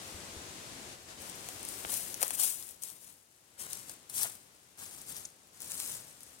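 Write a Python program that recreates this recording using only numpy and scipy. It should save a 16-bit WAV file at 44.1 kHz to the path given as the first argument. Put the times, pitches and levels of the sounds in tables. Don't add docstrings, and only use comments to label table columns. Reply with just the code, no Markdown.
import sys
import numpy as np
from scipy import signal
from scipy.fft import rfft, irfft
from scipy.io import wavfile
from scipy.ndimage import map_coordinates

SR = 44100
rng = np.random.default_rng(int(sys.argv[2]) if len(sys.argv) > 2 else 0)


def store_wav(level_fs):
    pcm = np.round(np.clip(np.atleast_2d(level_fs), -1, 1) * 32767)
    wavfile.write(sys.argv[1], SR, pcm.T.astype(np.int16))


N = 282240
TIME = np.arange(N) / SR

# full_weight_s, level_db, rise_s, fade_20db_s
CRUSHES = [(1.692, -47, 0.0656, 0.6922), (1.932, -36, 0.0668, 0.2324), (2.215, -42.5, 0.0239, 0.3763),
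           (2.357, -39, 0.04984, 0.0007), (2.395, -34.5, 0.02487, 0.1793), (2.44, -31.5, 0.05429, 0.1403),
           (2.835, -44.5, 0.02372, 0.2241), (3.603, -41, 0.02625, 0.1351), (3.725, -43, 0.0536, 0.1861),
           (3.895, -47.5, 0.04354, 0.0749), (4.101, -45, 0.01093, 0.047), (4.191, -35.5, 0.07395, 0.1348),
           (4.234, -33.5, 0.0754, 0.0535), (4.794, -49, 0.0272, 0.339), (5.099, -42.5, 0.04673, 0.1276),
           (5.16, -44.5, 0.01317, 0.1342), (5.715, -45, 0.0346, 0.0423), (5.805, -41, 0.02814, 0.3126),
           (6.214, -59.5, 0.01453, 1)]
# start_s, length_s, level_db
DRAGS = [(0.0, 0.1688, -58.5), (1.188, 0.1135, -51.5), (1.33, 0.803, -54.5), (2.501, 0.20852, -52.5),
         (2.992, 0.11257, -56.5), (4.779, 0.24976, -52), (5.52, 0.0906, -60), (5.592, 0.1217, -48.5),
         (5.691, 0.273, -45.5), (6.001, 0.09064, -63)]
def foot_effort(drag_rise_s=0.02215, drag_fade_s=0.06583, settling_db=-67.5):
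    moves = [from_db(db) * envelope(s - rise, rise, 0, fade) for s, db, rise, fade in CRUSHES]
    moves += [from_db(db) * envelope(s, drag_rise_s, length, drag_fade_s) for s, length, db in DRAGS]
    return 10 * np.log10(from_db(settling_db) ** 2 + sum(move ** 2 for move in moves))


# freq_hz, level_db
LEAF_SPECTRUM = [(200, -39), (700, -19.5), (2200, -18.5), (3500, -15), (4700, -13.5), (5800, -9.5),
                 (7200, -6), (8700, -1), (10500, -3.5), (13000, -6), (16000, -8)]
def leaves(effort_db, ordinary_effort_db=-46.5):
    per_s = 9000 * from_db(.4 * (effort_db - ordinary_effort_db))
    clicks = fractures(per_s, spread_db=3.5, clump_db=1.9, low_hz=711.3, high_hz=14916, width=0.697)
    crackle = coloured(clicks / np.sqrt(per_s), LEAF_SPECTRUM)
    swish = coloured(rng.standard_normal(N), LEAF_SPECTRUM)
    rustle = from_db(effort_db) * (from_db(5) * crackle + from_db(-0.5) * swish)
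    *_, crispness_db = in_time(WALK)
    top_octave = butterworth(rustle, 1, 11000, "high")
    return rustle + (from_db(crispness_db) - 1) * top_octave


def fractures(per_s, spread_db, clump_db, low_hz, high_hz, width, count=12):
    breaks = rng.random(N) < per_s / SR
    sizes = from_db(spread_db * np.minimum(rng.exponential(1, N), 4.5)) * rng.choice([-1, 1], N)
    clumping = from_db(clump_db * np.clip(drift(66.52), -2, 2))
    clicks = breaks * sizes * clumping
    flake = rng.integers(0, count, N)
    pitches_hz = np.geomspace(low_hz, high_hz, count)
    return sum(resonance(clicks * (flake == k), hz, hz * width) for k, hz in enumerate(pitches_hz))


# start_s, level_db
SNAPS = [(1.296, -26.5), (1.487, -24), (1.629, -26), (1.65, -23), (1.687, -22), (1.939, -19.5),
         (2.142, -18.5), (2.216, -16.5), (2.2279, -8), (2.233, -16.5), (2.279, -18.5), (2.306, -17),
         (2.625, -27), (2.835, -19), (2.9, -27.5), (3.617, -32), (3.731, -19), (3.895, -26), (4.097, -27),
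         (4.232, -12.5), (4.352, -33), (4.862, -31.5), (5.165, -28.5), (5.603, -29.5), (5.618, -24.5),
         (5.718, -20.5), (5.8, -17.5), (6.205, -35), (6.231, -31.5)]
# freq_hz, level_db
SNAP_SPECTRUM = [(300, -29), (3000, -18.5), (4700, -7), (6000, -5.5), (9000, 2.5), (11500, -4), (16000, -8)]
def stalks(typical_db=-26, typical_tear_ms=0.417, splinter_db=-26, splinter_s=0.00168):
    out, t = np.zeros(N), TIME[:1024]
    for s, db in SNAPS:
        tear_ms = typical_tear_ms * from_db(-0.6814 * (db - typical_db))
        progress = t * 1000 / tear_ms
        tear = progress * np.exp(1 - progress)
        splinters = from_db(splinter_db) * np.exp(-t / splinter_s)
        crack = coloured((tear + splinters) * rng.standard_normal(len(t)), SNAP_SPECTRUM)
        add(out, s + .0008, from_db(db + 12) * crack / np.linalg.norm(crack))
    return out


# start_s, level_db, pitch_ratio
TWIG_BREAKS = [(1.487, -37, 1.1504), (1.848, -28, 1.0691), (1.895, -34, 1.1918), (2.217, -30, 1.014),
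               (2.2277, -23.5, 0.8983), (2.233, -31, 0.68814), (2.305, -30, 1.2562), (3.665, -39.5, 1.0145),
               (3.897, -43, 1.1563), (4.2549, -34, 1.0227)]
# pitch_hz, level_db, t60_s
TWIG_MODES = [(655.54, -2.5, 0.008467), (1004, -3.5, 0.006423), (1325.6, -1.5, 0.006446),
              (2124.4, 0.5, 0.003115), (2905.6, 0, 0.003325), (3789.2, -2.5, 0.00171)]
def twigs():
    out, t = np.zeros(N), TIME[:2048]
    for s, db, pitch_ratio in TWIG_BREAKS:
        knock = 0
        for k, (hz, mode_db, t60) in enumerate(TWIG_MODES):
            decay = from_db(mode_db + rng.standard_normal() - 60 * t / t60)
            knock += (-1) ** k * decay * np.sin(2 * np.pi * hz * pitch_ratio * t)
        add(out, s + 0.00091583, from_db(db + 4.5) * knock / np.abs(knock).max())
    return out


# centre_s, level_db, half_length_s
PRESSES = [(1.937, -38, 0.03773), (2.227, -34, 0.02518), (2.385, -39, 0.0816), (3.674, -46, 0.06564),
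           (4.205, -53.5, 0.02953), (4.252, -39.5, 0.03425), (4.811, -44.5, 0.02465)]
# freq_hz, level_db
SOIL_SPECTRUM = [(100, -12), (400, -2.5), (800, 0), (1150, -2), (1650, 2.5), (2400, -7), (3500, -5),
                 (6000, -10.5), (16000, -51)]
def soil():
    weight = sum(from_db(db) * np.exp(-.5 * ((TIME - s) / half) ** 2) for s, db, half in PRESSES)
    grit = fractures(4000, spread_db=2, clump_db=4, low_hz=399.2, high_hz=6066, width=0.8537)
    return from_db(-10) * weight * coloured(grit, SOIL_SPECTRUM)


# start_s, length_s, level_db
CREAK = (5.251, 0.005121, -36.5)
def creak():
    s, length, db = CREAK
    slips = np.zeros(N)
    add(slips, s, rng.standard_normal(int(length * SR)))
    lower, upper = [resonance(resonance(slips, hz, width_hz), hz, width_hz)
                    for hz, width_hz in [(6400, 3107), (9000, 4395)]]
    return from_db(db + 9.5) * (lower - from_db(-6) * upper)


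# time_s, right_lag_ms, right_treble_db, litter_crispness_db
WALK = [(1.2, 0.3325, -10.5, -4.5), (2.4, 0.29623, -17, 4), (3.7, 0.25344, -9, -7), (4.2, 0.20663, -8, -1),
        (5.1, 0.18735, -4.5, -9), (5.8, 0.12636, -4, -6)]
def from_the_left(feet):
    lag_ms, treble_db, _ = in_time(WALK)
    low = butterworth(feet, 1, 3000, "low")
    shaded = from_db(-4.5) * low + from_db(treble_db - 1.5) * (feet - low)
    lag_samples = (lag_ms + 0.02473 * drift(70.95)) * SR / 1000
    delayed = map_coordinates(shaded, [np.arange(N) - lag_samples], order=3)
    ground = from_db([[-8.5], [-10]]) * scatter(feet, t60_s=.03)
    trunks = from_db([[-17], [-20]]) * scatter(feet, t60_s=.5)
    left, right = np.array([feet, delayed]) + ground + trunks
    return np.array([left, right - (1 - from_db(-6)) * resonance(right, 10120, 5310)])


def scatter(x, t60_s, count=4):
    t, out = TIME[:int(t60_s * SR)], 0
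    shares = np.array([drift(12.908) for _ in range(count)])
    for share in shares / np.linalg.norm(shares, axis=0):
        cloud = rng.standard_normal((2, len(t))) * from_db(-60 * t / t60_s) * (t > .0005)
        cloud /= np.linalg.norm(cloud, axis=1, keepdims=True)
        out = out + signal.oaconvolve((x * share)[None], cloud, axes=1)[:, :N]
    return out


# freq_hz, level_db
CLOTH_SPECTRUM = [(20, -28.5), (60, -4.5), (130, 1.5), (300, -3), (700, -5.5), (1600, -7), (3000, -10),
                  (7500, -8.5), (16000, -30.5)]
def trousers(effort_db, half_swish_db=-50.5, lag_s=0.01379, arrival_s=3.5492, approach_db_per_s=8):
    swish = 1 / (1 + from_db(half_swish_db - effort_db))
    pole = np.exp(-1 / (lag_s * SR))
    smoothed = signal.lfilter([1 - pole], [1, -pole], swish)
    distance_db = approach_db_per_s * np.minimum(TIME - arrival_s, 0)
    return from_db(-59.5 + distance_db) * smoothed * diffuse_noise(CLOTH_SPECTRUM)


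# start_s, level_db
BUMPS = [(0.145, -45.5), (0.367, -44.5)]
def handling_bumps(pitch_hz=78, t60_s=0.1593):
    out, t = np.zeros(N), TIME[:SR // 4]
    thud = np.sin(2 * np.pi * pitch_hz * t) * from_db(-60 * t / t60_s)
    for s, db in BUMPS:
        add(out, s, from_db(db + 3.5) * thud)
    return out * from_db([[0], [-4]])


# time_s, level_db
HISS_LEVELS = [(0.0, -55.5), (1.1, -56.5), (1.93, -56.5), (2.3, -60.5), (2.75, -71), (3.3, -79),
               (3.9, -68.5), (4.65, -73), (5.45, -73), (6.05, -69.5), (6.4, -71)]
# start_s, length_s, depth_db
HISS_DIPS = [(0.936, 0.1373, -5.5), (1.119, 0.0524, -4)]
# freq_hz, level_db
HISS_SPECTRUM = [(20, -34.5), (45, -9.5), (85, -2), (140, -3), (350, -3), (520, -4.5), (800, -6),
                 (1500, -8.5), (3300, -9), (7800, -9.5), (10000, -14), (13000, -22), (16000, -27.5)]
def outdoor_hiss(dip_edge_s=0.0307):
    level_db, = in_time(HISS_LEVELS)
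    dips_db = sum(db * envelope(s, dip_edge_s, length, dip_edge_s) for s, length, db in HISS_DIPS)
    return from_db(level_db + dips_db) * diffuse_noise(HISS_SPECTRUM)


# freq_hz, likeness_ratio
MIC_LIKENESS = [(60, 1.0534), (130, 0.6518), (290, 0.9405), (640, 0.2963), (1300, -0.3137), (2600, 0.0866),
                (8000, 0)]
# freq_hz, left_minus_right_db
MIC_BALANCE = [(100, 4.532), (1000, 4.816), (4400, 2.913), (8100, 6.685), (15000, 7.01)]
def diffuse_noise(spectrum):
    hz = np.fft.rfftfreq(N, 1 / SR)
    alike = np.clip(at_hz(MIC_LIKENESS, hz), -1, 1)
    mid, side = rfft(rng.standard_normal((2, N)))
    sign = np.array([[1], [-1]])
    pair = np.sqrt(1 + alike) * mid + sign * np.sqrt(1 - alike) * side
    colour_db = at_hz(spectrum, hz) + sign * at_hz(MIC_BALANCE, hz) / 2
    return from_db(9.5) * unit_rms(irfft(pair * from_db(colour_db), N))


def from_db(db):
    return 10 ** (np.asarray(db) / 20)


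def unit_rms(x):
    return x / np.sqrt(np.mean(x ** 2) + 1e-20)


def in_time(rows):
    s, *columns = np.transpose(rows)
    return [np.interp(TIME, s, column) for column in columns]


def at_hz(points, hz):
    points_hz, values = np.transpose(points)
    return np.interp(np.log(hz + 1), np.log(points_hz), values)


def add(track, s, sound):
    start = round(s * SR)
    track[start:start + len(sound)] += sound[:N - start]


def envelope(start_s, rise_s, length_s, fade_s):
    rise = np.clip((TIME - start_s) / rise_s, 0, 1)
    fading_s = np.maximum(TIME - start_s - max(rise_s, length_s), 0)
    return rise * 10 ** -np.minimum(fading_s / fade_s, 10)


def drift(rate_hz, hop=40):
    pole = np.exp(-2 * np.pi * rate_hz * hop / SR)
    noise = rng.standard_normal(N // hop + 2002)
    slow = signal.lfilter([1], [1, -2 * pole, pole * pole], noise)[2000:]
    return np.interp(np.arange(N) / hop, np.arange(len(slow)), unit_rms(slow))


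def butterworth(x, order, hz, kind):
    return signal.sosfilt(signal.butter(order, hz, kind, fs=SR, output="sos"), x)


def resonance(x, hz, width_hz):
    r = np.exp(-np.pi * width_hz / SR)
    feedback = [1, -2 * r * np.cos(2 * np.pi * hz / SR), r * r]
    return signal.lfilter(np.array([1, 0, -1]) * (1 - r * r) / 2, feedback, x + 1e-18)


def coloured(x, spectrum, size=2048):
    gain = from_db(at_hz(spectrum, np.fft.rfftfreq(size, 1 / SR)))
    cepstrum = irfft(np.log(gain))
    cepstrum[1:size // 2] *= 2
    cepstrum[size // 2 + 1:] = 0
    impulse_response = irfft(np.exp(rfft(cepstrum)))
    return unit_rms(signal.oaconvolve(x, impulse_response)[:N])


def scene():
    effort_db = foot_effort()
    feet = leaves(effort_db) + soil() + stalks() + twigs() + creak()
    feet = butterworth(feet, 2, 310, "high")
    return from_the_left(feet) + trousers(effort_db) + handling_bumps() + outdoor_hiss()


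def record(dry, cutoff_hz=15950):
    return signal.sosfilt(signal.ellip(12, .1, 80, cutoff_hz, fs=SR, output="sos"), dry)


dry = scene()
out = record(dry)
store_wav(out)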